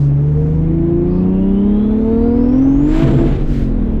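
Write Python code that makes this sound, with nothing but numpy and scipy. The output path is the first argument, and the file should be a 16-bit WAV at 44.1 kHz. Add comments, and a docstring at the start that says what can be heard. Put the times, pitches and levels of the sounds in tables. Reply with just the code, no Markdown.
"""Turbocharged car pulling through a gear

A six-cylinder engine is heard from the cabin over road rumble. Its tones are multiples of the cycle
rate, so they climb together through fixed resonances while the turbo whistles up. At full boost the
wastegate dumps exhaust with a roar and hiss. The driver lifts, the blow-off valve lets out a short
puff of compressed air, and the revs fall."""
import sys
import numpy as np
from scipy import signal
from scipy.fft import rfft, irfft
from scipy.io import wavfile
from scipy.ndimage import uniform_filter1d, minimum_filter1d

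SR = 44100
rng = np.random.default_rng(int(sys.argv[2]) if len(sys.argv) > 2 else 0)


def master(y):
    """Save y as 16-bit WAV."""
    cut = np.clip(np.atleast_2d(y).T, -1, 1)
    pcm = np.round(cut * 32767)  # scale
    wavfile.write(sys.argv[1], SR, pcm.astype(np.int16))


N = 176400
TIME = np.arange(N) / SR
BINS = np.fft.rfftfreq(N, 1 / SR)

# road and wind rumble: time_s, level_db
RUMBLE_ENVELOPE = [(0, -26.5), (.8, -22.5), (1.5, -24.5), (2.4, -20.5), (3.1, -15.5), (3.35, -14),
                   (3.6, -16), (4, -15.5)]
# its spectrum: frequency_hz, gain_db
RUMBLE_SPECTRUM = [(10, -20), (22, -10), (35, 6.5), (50, -4), (70, -12.5), (110, -14.5), (220, -23.5),
                   (350, -21), (550, -34), (1000, -57.5), (2000, -86.5)]
# level of the rush: time_s, level_db
RUSH_ENVELOPE = [(0, -34), (.5, -32.5), (.9, -32.5), (1.5, -31.5), (2.3, -29), (2.85, -27.5), (3.4, -34.5),
                 (3.8, -30.5), (4, -31.5)]
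# spectrum of the rush, plus a thin, bright ring near 12.6 kHz: frequency_hz, gain_db
RUSH_SPECTRUM = [(100, 0), (300, 8.5), (600, -1), (1000, -9.5), (1500, -15.5), (2400, -21.5), (3400, -28.5),
                 (4600, -39), (7200, -45), (9000, -53), (11300, -61.5), (12600, -60.5), (14500, -90.5)]
# air and passing tyres: peak_s, rise_s, fall_s, level_db, centre_hz, width_octaves
AIR_SWISHES = [(.03, .1, 0.044, -56, 4480, 0.63), (.48, 0.28, 0.12, -65.5, 5440, 0.43),
               (1.17, .06, .05, -59.5, 4480, 0.2), (1.22, 0.13, 0.069, -44.5, 1080, .15),
               (2.02, 0.055, .1, -69.5, 5690, 0.32)]
# keys striking their ring: start_s, level_db
KEY_TICKS = [(.755, -68), (.8, -76.5), (.855, -69), (.895, -71.5)]
# timing and level of the puffs: peak_s, rise_s, fall_s, level_db
AIR_PUFFS = [(2.98, .075, .06, -40.5), (3.554, 0.068, 0.084, -42)]
# spectrum of the puffs, plus a thin, bright ring near 12.6 kHz: frequency_hz, gain_db
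PUFF_SPECTRUM = [(500, -16), (1500, 8.5), (2700, 2), (3800, -1), (5500, -7.5), (7800, -11.5), (9500, -21),
                 (11300, -25.5), (12600, -14.5), (13800, -24.5), (15500, -44.5)]
# turbo whistle: time_s, lower_pitch_hz, level_db
TURBO_SPOOL = [(0, 1700, -72), (1.05, 2400, -63), (1.42, 2800, -54), (1.8, 3300, -53.5), (2.05, 3620, -61),
               (2.35, 4220, -60.5), (2.6, 4900, -60), (2.9, 6220, -57), (3, 6450, -55), (3.22, 6430, -60),
               (3.4, 5700, -72), (3.7, 4050, -67), (4, 2950, -62)]
# balance of the two whistles: lower_pitch_hz, lower_gain_db, upper_gain_db
WHISTLE_BALANCE = [(2800, 0, -11), (3500, -1, -8), (4500, -6, 0), (6400, -15, 0)]
# exhaust roar: time_s, level_db
ROAR_ENVELOPE = [(2.75, -44), (2.95, -27), (3.05, -9), (3.24, -11), (3.34, -20.5), (3.45, -22.5),
                 (3.7, -60), (4, -25)]
# its spectrum: frequency_hz, gain_db
ROAR_SPECTRUM = [(40, -14), (105, -10.5), (143, 6.5), (175, -11), (225, 1), (310, -9.5), (450, -12),
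                 (560, -23), (800, -26.5), (1300, -43), (3000, -83)]
# level of the hiss: time_s, level_db
HISS_ENVELOPE = [(2.8, -60.5), (2.89, -39.5), (2.96, -27.5), (3.03, -26.5), (3.15, -29.5), (3.32, -33),
                 (3.42, -38), (3.55, -63)]
# spectrum of the hiss, plus a thin, bright ring near 12.6 kHz: frequency_hz, gain_db
HISS_SPECTRUM = [(300, 11), (900, 7), (1600, 3.5), (2800, -2), (3600, -5.5), (5000, -16.5), (7500, -22),
                 (9500, -30.5), (11300, -35), (12600, -30.5), (15000, -42.5)]
# sharp spits within the hiss: peak_s, gain_db
HISS_SPITS = [(3.031, 4.5), (3.085, 4)]
# engine speed: time_s, firing_hz
FIRING_RATE = [(0, 141.9), (.15, 141), (.5, 156.1), (.75, 164.6), (1, 172.8), (1.45, 192.3), (1.9, 214),
               (2.3, 235.5), (2.48, 244.6), (2.6, 264.8), (2.78, 279.1), (3, 328.4), (3.3, 337.4),
               (3.42, 312.3), (3.5, 293.8), (3.72, 251.4), (4, 215.3)]
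# firing tone: time_s, level_db
FIRING_ENVELOPE = [(0, -10.5), (.17, -12), (.5, -15), (.7, -15.5), (1, -22.5), (1.2, -14), (1.45, -14),
                   (1.7, -12), (2.05, -15.5), (2.45, -13), (2.68, -9.5), (2.87, -13.5), (3, -17.5),
                   (3.25, -15.5), (3.31, -48), (3.5, -27.5), (3.8, -21.5), (4, -22)]
# its second harmonic: time_s, level_db
OCTAVE_ENVELOPE = [(0, -27), (.2, -32), (.38, -45), (.55, -35.5), (.72, -20), (.85, -16.5), (1.02, -16),
                   (1.2, -25.5), (1.5, -25), (1.9, -27.5), (2.1, -19), (2.33, -19), (2.5, -27.5),
                   (2.75, -44), (2.88, -40.5), (3.02, -27), (3.24, -30.5), (3.36, -53.5), (4, -33.5)]
# other orders of the four-stroke cycle: multiple (rounded in use), on_throttle_db, off_throttle_db
ENGINE_ORDERS = [(1, -26, -44), (2, -30.5, -28.5), (3, -25.5, -25), (4, -42, -30.5), (5, -30, -22.5),
                 (7, -29.5, -40), (8, -46, -47), (8.7, -37, -39), (10, -41.5, -49), (11, -42.5, -51),
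                 (13, -42.5, -52), (14, -48, -63), (15, -44, -56.5), (18.43, -33, -60), (21, -49.5, -73),
                 (23.8, -41, -69), (27, -53.5, -74), (30, -49.5, -73), (36, -54, -79)]
# engine load acting on those orders: time_s, gain_db
ENGINE_LOAD = [(0, -4), (.4, 0), (.85, 2), (1.5, 1.5), (2.3, 0), (2.7, -3), (3, 2.5), (3.25, -16),
               (3.36, -33), (3.5, -3.5), (4, 0.5)]
# exhaust and cabin resonances: frequency_hz, gain_db
CABIN_RESPONSE = [(24, -28.5), (36, 1), (50, -13.5), (78, 5.5), (105, -12), (143, 7), (172, -9.5),
                  (200, 0.5), (240, 4), (280, 12), (302, 12), (335, 2.5), (400, -4.5), (425, -2), (445, 8),
                  (472, 5.5), (495, -10.5), (570, -4), (625, -14.5), (675, 1), (760, -7.5), (950, 1),
                  (1200, -3.5), (1500, 3.5)]


def amp(db):
    """Amplitude ratio of a level in decibels."""
    return 10 ** (np.asarray(db) / 20)


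def unit(x):
    """The signal scaled to an rms of one."""
    return x / np.sqrt(np.mean(abs(x) ** 2) + 1e-20)


def curve(rows, column=1):
    """One column of a time table, interpolated at every sample."""
    rows = np.array(rows)
    return np.interp(TIME, rows[:, 0], rows[:, column])


def response(rows, hz, column=1):
    """Gain of a spectrum table, interpolated over log frequency."""
    rows = np.array(rows)
    return amp(np.interp(np.log(hz + 1), np.log(rows[:, 0]), rows[:, column]))


def noise(gain):
    """White noise filtered by a gain per frequency, at unit rms."""
    return unit(irfft(rfft(rng.standard_normal(N)) * gain, N))


def drift(hz):
    """Low-pass noise: random motion up to about the given rate."""
    return noise(1 / (1 + (BINS / hz) ** 4))


def complex_drift(hz):
    """Two drifts in quadrature, which modulate both amplitude and phase."""
    return drift(hz) + 1j * drift(hz)


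def phase_of(hz):
    """Phase as the time integral of frequency."""
    return 2 * np.pi * np.cumsum(hz) / SR


def swell(peak_s, rise_s, fall_s):
    """A Gaussian envelope with its own rise and fall."""
    return np.exp(-.5 * ((TIME - peak_s) / np.where(TIME < peak_s, rise_s, fall_s)) ** 2)


def ramp(start_s, length_s):
    """A linear rise from zero to one."""
    return np.clip((TIME - start_s) / length_s, 0, 1)


def road():
    """Broadband noise of tyres and airflow: rumble, rush and swishes. A thin ring tops the rush."""
    rumble = noise(response(RUMBLE_SPECTRUM, BINS))
    running_rms = np.sqrt(uniform_filter1d(uniform_filter1d(rumble ** 2, size=2400), size=2400))
    out = amp(curve(RUMBLE_ENVELOPE)) * unit(rumble / running_rms ** .55)  # evens out the surges
    rush_db = curve(RUSH_ENVELOPE) + .5 * drift(hz=30)
    out += amp(rush_db) * noise(response(RUSH_SPECTRUM, BINS))
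    for peak_s, rise_s, fall_s, level_db, centre_hz, width_octaves in AIR_SWISHES:
        band = np.exp(-.5 * (np.log2((BINS + 1) / centre_hz) / width_octaves) ** 2)
        out += amp(level_db) * swell(peak_s, rise_s, fall_s) * noise(band)
    return out


def keys(decay_s=.015, centre_hz=11000):
    """Damped impacts: swinging keys give faint, bright ticks that decay exponentially."""
    ticks = sum(amp(level_db) * (TIME > start_s) * np.exp(-abs(TIME - start_s) / decay_s)
                for start_s, level_db in KEY_TICKS)
    return ticks * noise(np.exp(-np.log2((BINS + 1) / centre_hz) ** 2))


def air_puffs():
    """Jet noise: air escapes at peak boost, then by the blow-off valve. A thin ring tops each puff."""
    envelope = sum(amp(level_db) * swell(*timing) for *timing, level_db in AIR_PUFFS)
    return envelope * noise(response(PUFF_SPECTRUM, BINS))


def whistle(pitch_hz, core_width_hz=65, air_width_hz=280):
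    """Random modulation spreads a tone into a narrow core within a wider band of rushing air."""
    carrier = np.exp(1j * phase_of(pitch_hz))
    core = (complex_drift(core_width_hz) * carrier).real
    air = (complex_drift(air_width_hz) * carrier).real
    return unit(core + .95 * air)


def turbo(upper_ratio=1.167):
    """Blade tones: two whistles follow the turbine's speed, the upper taking over as it spins up."""
    pitch_hz = curve(TURBO_SPOOL) * (1 + .005 * drift(hz=12))
    lower = response(WHISTLE_BALANCE, pitch_hz) * whistle(pitch_hz)
    upper = response(WHISTLE_BALANCE, pitch_hz, column=2) * whistle(pitch_hz * upper_ratio)
    return amp(curve(TURBO_SPOOL, column=2)) * (lower + upper)


def wastegate(firing_phase, pulse_depth=.13, flutter_db=1, spit_s=.008):
    """Exhaust turbulence: a low roar, and a hiss modulated by the firings. A thin ring tops the hiss."""
    pulsing = 1 + pulse_depth * np.cos(firing_phase)
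    chop = unit(pulsing * amp(flutter_db * drift(hz=45)))
    opened = ramp(start_s=ROAR_ENVELOPE[0][0], length_s=.05)
    spits_db = sum(gain_db * swell(peak_s, spit_s, spit_s) for peak_s, gain_db in HISS_SPITS)
    roar = amp(curve(ROAR_ENVELOPE)) * noise(response(ROAR_SPECTRUM, BINS))
    hiss = amp(curve(HISS_ENVELOPE) + spits_db) * noise(response(HISS_SPECTRUM, BINS))
    return opened * (roar + hiss * chop)


def partial(phase, wobble):
    """A sinusoid of unit rms whose amplitude and phase wander slowly."""
    modulation = unit(1 + wobble * complex_drift(hz=10) / np.sqrt(2))
    carrier = np.exp(1j * (phase + 2 * np.pi * rng.random()))
    return np.sqrt(2) * (modulation * carrier).real


def engine(firing_hz, firing_phase, cylinders=6, boost_db_per_octave=-5):
    """Periodic firing gives a tone and its octave; unequal cylinders add orders that excite resonances."""
    out = amp(curve(FIRING_ENVELOPE)) * partial(firing_phase, wobble=.03)
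    out += amp(curve(OCTAVE_ENVELOPE)) * partial(2 * firing_phase, wobble=.1)
    load_db = curve(ENGINE_LOAD)
    lift = ramp(start_s=3.27, length_s=.12)  # the throttle closes
    boost = ramp(start_s=2.52, length_s=.35) * (1 - lift)
    for multiple, on_db, off_db in ENGINE_ORDERS:
        ratio = round(multiple) / cylinders
        throttle_db = on_db + lift * (off_db - on_db)
        # orders above the firing tone fade as boost peaks
        dulling_db = boost * boost_db_per_octave * max(np.log2(ratio), 0)
        gain = amp(load_db + throttle_db + dulling_db) * response(CABIN_RESPONSE, firing_hz * ratio)
        out += gain * partial(firing_phase * ratio, wobble=.08 + .018 * multiple)
    return out


def scene():
    """Superposition in the cabin, with engine and wastegate sharing one firing phase."""
    firing_hz = curve(FIRING_RATE) * (1 + .0012 * drift(hz=24))
    firing_phase = phase_of(firing_hz)
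    powertrain = engine(firing_hz, firing_phase) + turbo() + wastegate(firing_phase) + air_puffs()
    return (powertrain + road() + keys())[None]


def record(dry, ceiling_db=-2.5, smoothing_s=.012, cutoff_hz=15500):
    """Peak limiting by a smoothed gain, with a brief fade-in and a low-pass filter."""
    size = int(smoothing_s * SR)
    needed_gain = np.minimum(1, amp(ceiling_db) / (abs(dry[0]) + 1e-9))
    held_gain = minimum_filter1d(needed_gain, 2 * size)
    smooth_gain = uniform_filter1d(uniform_filter1d(held_gain, size), size)
    limited = ramp(start_s=0, length_s=.004) * dry * smooth_gain
    lowpass = signal.firwin(511, cutoff_hz, window=("kaiser", 9), fs=SR)
    return signal.oaconvolve(limited, lowpass[None], "same")


dry = scene()
out = record(dry)
master(out)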